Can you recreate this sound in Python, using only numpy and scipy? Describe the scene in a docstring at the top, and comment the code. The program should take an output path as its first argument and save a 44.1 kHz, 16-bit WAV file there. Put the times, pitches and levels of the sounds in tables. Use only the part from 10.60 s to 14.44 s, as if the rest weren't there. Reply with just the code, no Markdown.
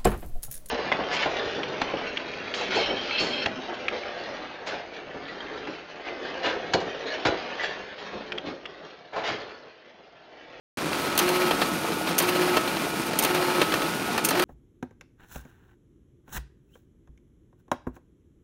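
"""A photocopier delivers about one sheet a second onto a stack, heard from just above the tray.
The sound cuts in on the whirr of fans and gears (shaped noise and ticks), dull clunks and a thin whistle.
Two motor whines (wavering sines) enter, the whistle stops and paper hisses through the guides (noise).
Per sheet a plastic flap clacks, exit rollers hum and rattle, and a clutch lets go with a thud (noise bursts
through resonances); small parts knock in between."""
import sys
import numpy as np
from scipy import signal
from scipy.fft import rfft, irfft, next_fast_len
from scipy.io import wavfile
from scipy.ndimage import uniform_filter1d

SR = 44100
rng = np.random.default_rng(int(sys.argv[2]) if len(sys.argv) > 2 else 0)


def master(y):
    """Save y as 16-bit WAV."""
    cut = np.clip(np.atleast_2d(y).T, -1, 1)
    pcm = np.round(cut * 32767)  # scale
    wavfile.write(sys.argv[1], SR, pcm.astype(np.int16))


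N = 169344

FEED_START_S = 0.375
ROLLER_TURN_HZ = 15
# broad response of the housing: hz, relative_db_per_hz
HOUSING_SPECTRUM = [(50, -13), (150, -20.5), (300, 5.5), (900, -1), (2000, -4.5), (4300, -9), (6000, -18),
                    (10000, -23), (16000, -22)]


def amp(db):
    """Amplitude factor of a level in dB."""
    return 10 ** (np.asarray(db) / 20)


def unit(x):
    """Scale to an rms of 1."""
    return x / np.sqrt(np.mean(x ** 2))


def clock():
    """Time of each sample in s."""
    return np.arange(N) / SR


def walk(rate_hz):
    """Smooth random wander of rms 1: held random values, averaged twice."""
    hold = max(int(SR / rate_hz), 1)
    steps = rng.standard_normal(N)[np.arange(N) // hold]
    return unit(uniform_filter1d(uniform_filter1d(steps, hold), hold))


def gate(start_s, end_s, ramp_s):
    """1 between two times, with straight ramps centred on them."""
    t = clock()
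    inside_s = np.minimum(t - start_s, end_s - t)
    return np.clip(inside_s / ramp_s + 0.5, 0, 1)


def body(x, spectrum, modes):
    """Minimum-phase filter: a broad spectrum with resonances on top."""
    n = 2 * next_fast_len(N // 2 + 4096)
    f = np.arange(n // 2 + 1) * SR / n + 1  # 1 Hz offset avoids log(0)
    points = np.array(spectrum)
    db = np.interp(np.log(f), np.log(points[:, 0]), points[:, 1])
    for hz, width_hz, peak_db in modes:
        db = db + peak_db / (1 + (2 * (f - hz) / width_hz) ** 2)
    # folding the cepstrum makes the response causal
    cepstrum = irfft(np.log(amp(db)))
    cepstrum[1:n // 2] *= 2
    cepstrum[n // 2 + 1:] = 0
    response = np.exp(rfft(cepstrum))
    return irfft(rfft(x, n) * response)[:N]


def ticks(rate_hz, scatter_db):
    """Random tiny impacts of uneven size and either sign."""
    hits = rng.random(N) < rate_hz / SR
    sign = np.sign(rng.standard_normal(N))
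    size = amp(scatter_db * np.clip(rng.standard_normal(N), -2, 2))
    return unit(hits * sign * size)


def smear(x):
    """Reflections in the housing blur each tick into a short rasp: decaying energy, random signs."""
    decay_s = 0.0036
    tail = np.exp(-2 * np.arange(2048) / SR / decay_s)
    power = np.abs(signal.fftconvolve(x ** 2, tail)[:N])
    return unit(np.sqrt(power) * np.sign(rng.standard_normal(N)))


def rasp(rate_hz, scatter_db):
    """Ticks blurred by the housing."""
    return smear(ticks(rate_hz, scatter_db))


def tone(hz, wander_hz, flutter_db, rate_hz):
    """A motor line that wavers a little in pitch and level, at rms 1."""
    flutter = amp(flutter_db * walk(rate_hz))
    phase = 2 * np.pi * np.cumsum(hz + wander_hz * walk(rate_hz)) / SR
    return unit(np.sin(phase) * flutter)


def turning(hz, depth, wander):
    """Swell of level once per turn of a wheel of slightly uneven speed."""
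    speed_hz = hz * (1 + wander * walk(4.81))
    return 1 + depth * np.sin(2 * np.pi * np.cumsum(speed_hz) / SR)


def strikes(blows, spectrum, modes, rise_s, tail_db, tail_s):
    """Each blow starts abruptly, swells as a short chatter of contacts and rings a body, with a faint room tail."""
    first_contact_db = -4.5  # relative to the peak
    t = clock()
    power = np.zeros(N)
    for start_s, level_db, decay_s in blows:
        age = np.maximum(t - start_s, 0)
        fall = np.maximum(age - rise_s, 0)
        attack = (t > start_s) * amp(first_contact_db * np.maximum(1 - age / rise_s, 0))
        ring = np.exp(-2 * fall / decay_s)
        room = amp(tail_db) ** 2 * np.exp(-2 * fall / tail_s)
        power += (amp(level_db) * attack) ** 2 * (ring + room)
    chatter = np.sign(rng.standard_normal(N))
    steady_rms = np.std(body(chatter, spectrum, modes))
    return body(chatter * np.sqrt(power), spectrum, modes) / steady_rms


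def flap():
    """The plastic flap and its bounces: bright, short clacks ringing high resonances."""
    # start_s, level_db, decay_s
    clacks = [(.339, -37, .004), (.552, -34, .006), (.5765, -16, 0.0043), (.589, -13.5, 0.0041),
              (.596, -24, 0.0054), (.6254, -30, .012), (.689, -25.5, 0.0049), (1.4914, -35, .004),
              (1.581, -18.5, 0.0067), (1.5862, -13.5, 0.0056), (1.5995, -21, 0.0045),
              (1.6221, -27.5, 0.011), (1.686, -31, .006), (1.6914, -26, 0.0041), (2.078, -36, .008),
              (2.467, -34, 0.004), (2.5884, -14.5, 0.0067), (2.6243, -22, 0.0047), (2.6365, -19.5, 0.0041),
              (2.6485, -17, 0.0021), (2.746, -29, .008), (3.1405, -31, .005), (3.528, -35, .008),
              (3.5777, -28, 0.0039), (3.641, -29, .006), (3.6475, -16, 0.0098), (3.6869, -19.5, 0.0075),
              (3.7054, -24.5, 0.0061), (3.7942, -25, 0.0054), (3.8201, -32, 0.011)]
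    # hz, relative_db_per_hz
    spectrum = [(100, -20), (600, -14), (2000, 0), (4000, 0), (8000, 1), (11000, 0.5), (14500, 0),
                (16000, -1.5)]
    # hz, width_hz, peak_db over the spectrum
    modes = [(2720, 260, 7), (3200, 200, 6), (4410, 160, 5), (5850, 200, 6), (6350, 380, 9), (9000, 200, 6),
             (9350, 340, 10), (10300, 200, 5), (11800, 240, 7), (12750, 300, 5), (13300, 260, 11)]
    return strikes(clacks, spectrum, modes, rise_s=0.0013, tail_db=-32, tail_s=0.025)


def clutches():
    """Clutches and levers thud inside the housing and ring its lower resonances."""
    # start_s, level_db, decay_s
    thuds = [(.33, -22.5, 0.003), (.364, -39, 0.0065), (.577, -24, .01), (.594, -18, 0.01),
             (.687, -27, 0.0053), (.909, -16, 0.0087), (1.016, -17.5, 0.012), (1.318, -27, 0.011),
             (1.471, -26, 0.016), (1.581, -26, 0.01), (1.601, -22.5, 0.019), (1.687, -17, 0.004),
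             (1.722, -25, 0.0061), (1.9685, -13, 0.0078), (2.076, -22, 0.01), (2.167, -26, 0.0091),
             (2.533, -23.5, 0.0072), (2.647, -20.5, 0.014), (2.748, -22.5, 0.012), (3.0145, -14, 0.0095),
             (3.12, -20.5, 0.01), (3.139, -15.5, 0.0037), (3.218, -24, 0.011), (3.578, -18.5, .009),
             (3.689, -26, 0.013), (3.708, -21.5, 0.017), (3.796, -18.5, 0.0063), (3.823, -21.5, 0.0063)]
    # hz, width_hz, peak_db over the spectrum
    modes = [(330, 41, 1.7), (639, 33, 8.1), (1210, 210, 4.9), (1810, 110, 4.9), (2670, 160, 7.5),
             (3170, 180, 5.6), (4130, 680, 3.7)]
    return strikes(thuds, HOUSING_SPECTRUM, modes, rise_s=0.0022, tail_db=-20.5, tail_s=0.09)


def exit_rollers():
    """A stepper motor hums and the rollers rattle while a sheet is pushed out."""
    # start_s, end_s, relative_db
    runs = [(0.57, 0.904, -1), (1.597, 1.987, -1.5), (2.634, 3.04, -2), (3.731, 3.95, -0.5)]
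    # hz, rms_db before the run level
    tones = [(361, -27), (540, -38.5), (1083, -51)]
    # hz, relative_db_per_hz
    spectrum = [(50, -32), (170, -4), (320, -4), (700, 4), (1100, 2.5), (1800, 0), (3000, -4.5),
                (5000, -11), (7000, -17.5), (11500, -16), (16000, -20)]
    # hz, width_hz, peak_db over the spectrum
    modes = [(540, 30, 4), (890, 60, 4), (2385, 120, 4), (2860, 100, 5), (4235, 110, 10), (4820, 130, 5)]
    rattle_db, hum_delay_s = -27.5, 0.03  # the hum builds up after the rollers start
    running = sum(amp(db) * gate(start, end, 0.041) for start, end, db in runs)
    humming = sum(amp(db) * gate(start + hum_delay_s, end, 0.035) for start, end, db in runs)
    contacts = rng.standard_normal(N) + rasp(rate_hz=420, scatter_db=3)
    rattle = contacts * turning(ROLLER_TURN_HZ, depth=0.3, wander=0.02)
    rattle = amp(rattle_db) * unit(body(rattle, spectrum, modes))
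    hum = sum(amp(db) * tone(hz, wander_hz=1.6, flutter_db=1.4, rate_hz=45) for hz, db in tones)
    return humming * hum + running * rattle


def paper():
    """Sheets slide through the guides with a fine, faintly ringing hiss that pulses with the rollers."""
    # pauses of the hiss between sheets: start_s, end_s
    gaps = [(.485, 0.59), (1.51, 1.63), (2.49, 2.59), (3.495, 3.85)]
    # hz, relative_db_per_hz
    spectrum = [(800, 4), (2500, 7), (5000, 3.5), (7000, 1), (11500, 3.5), (15700, -1.5)]
    # guide resonances: hz, width_hz, peak_db over the spectrum
    modes = [(6500, 400, 2), (8500, 250, 3), (9297, 90, 4), (11030, 140, 4), (11800, 50, 6),
             (13291, 120, 3)]
    sliding = gate(FEED_START_S, np.inf, 0.02) - sum(gate(start, end, 0.023) for start, end in gaps)
    hiss = unit(body(rng.standard_normal(N), spectrum, modes))
    pulse = turning(ROLLER_TURN_HZ, depth=0.12, wander=0.011)
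    level_db = -40 + 1.1 * walk(45)
    return sliding * hiss * pulse * amp(level_db)


def motors():
    """The main drive whines steadily; the transport motor swells for each sheet; a thin whistle precedes the feed."""
    # main drive: hz, rms_db
    drive_tones = [(322, -46), (882.9, -45.5), (1442.3, -41.5), (2884.6, -52)]
    # transport runs: start_s, end_s, relative_db
    transport_runs = [(0.417, 1.136, -5), (1.56, 2.063, -1.5), (2.56, 3.265, -5), (3.62, 3.95, -10)]
    run_db, idle_db = -36.5, -44.5
    whine = sum(amp(db) * tone(hz, wander_hz=1.3, flutter_db=1.8, rate_hz=22) for hz, db in drive_tones)
    swells = sum(amp(run_db + db) * gate(start, end, 0.053) for start, end, db in transport_runs)
    transport = (amp(idle_db) + swells) * tone(1291.5, wander_hz=1, flutter_db=2, rate_hz=20)
    whistle = amp(-54) * tone(14460, wander_hz=25, flutter_db=1, rate_hz=150)
    whines_on = gate(0.325, np.inf, 0.02)
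    before_feed = gate(-np.inf, FEED_START_S, 0.02)
    return whines_on * (whine + transport) + before_feed * whistle


def drive():
    """Fan air and rasping gear teeth in the housing, with added rasp when the gears work harder."""
    # spells of load: start_s, end_s, level_db
    loads = [(.355, 0.55, -31), (0.927, 1.107, -35), (1.455, 1.543, -30.5), (1.984, 2.23, -41),
             (2.57, 2.657, -30.5), (3.03, 3.347, -34.5), (3.493, 3.577, -34)]
    # hz, relative_db_per_hz
    spectrum = [(25, -38), (45, -33), (65, -13), (90, -11.5), (140, -5), (220, 0), (350, 0.5), (500, -3),
                (800, -5.5), (1100, -8.5), (2000, -12), (4000, -14.5), (6500, -20.5), (10000, -22.5),
                (12000, -27), (16000, -33)]
    # hz, width_hz, peak_db over the spectrum
    modes = [(166.2, 32, 6), (316, 57, 4.5), (913, 27, 2.5), (1290, 540, 3.8), (2420, 310, 5.8)]
    teeth = rasp(rate_hz=450, scatter_db=1.5) * turning(149.4, depth=0.32, wander=0.0056)
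    air = rng.standard_normal(N)
    level_db = -29.5 + walk(25.04)
    whirr = unit(body(air + amp(-1.5) * teeth, spectrum, modes)) * amp(level_db)
    strain = unit(body(rasp(rate_hz=1100, scatter_db=2.5), HOUSING_SPECTRUM, []))
    return whirr + strain * sum(amp(db) * gate(start, end, 0.058) for start, end, db in loads)


def loose_parts():
    """Play in the gear train makes small dull clunks all the time."""
    # hz, relative_db_per_hz
    spectrum = [(50, -30), (120, -5), (200, -3.5), (400, 0), (800, -4), (1500, -13), (4000, -22),
                (16000, -45)]
    # hz, width_hz, peak_db over the spectrum
    modes = [(300, 61, 7), (461, 21, 8), (705, 76, 11), (883, 54, 13.5)]
    return amp(-40.5) * unit(body(rasp(rate_hz=25, scatter_db=3), spectrum, modes))


def scene():
    """Sum of all sources, as one channel."""
    sheets = flap() + clutches() + exit_rollers() + paper()
    machine = motors() + drive() + loose_parts()
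    return (sheets + machine)[None]


def record(dry):
    """The microphone has two narrow dips in the treble; the sound cuts in and the top is cut off."""
    # hz, width_hz, peak_db
    dips = [(7230, 155, -7), (7780, 75, -23)]
    cut_in_s, top_hz = 0.172, 15700
    flat = [(20, 0), (20000, 0)]
    heard = body(dry[0], flat, dips) * gate(cut_in_s, np.inf, 0.0006)
    lowpass = signal.ellip(10, 0.2, 70, top_hz, fs=SR, output="sos")
    return signal.sosfilt(lowpass, heard)[None]


dry = scene()
out = record(dry)
master(out)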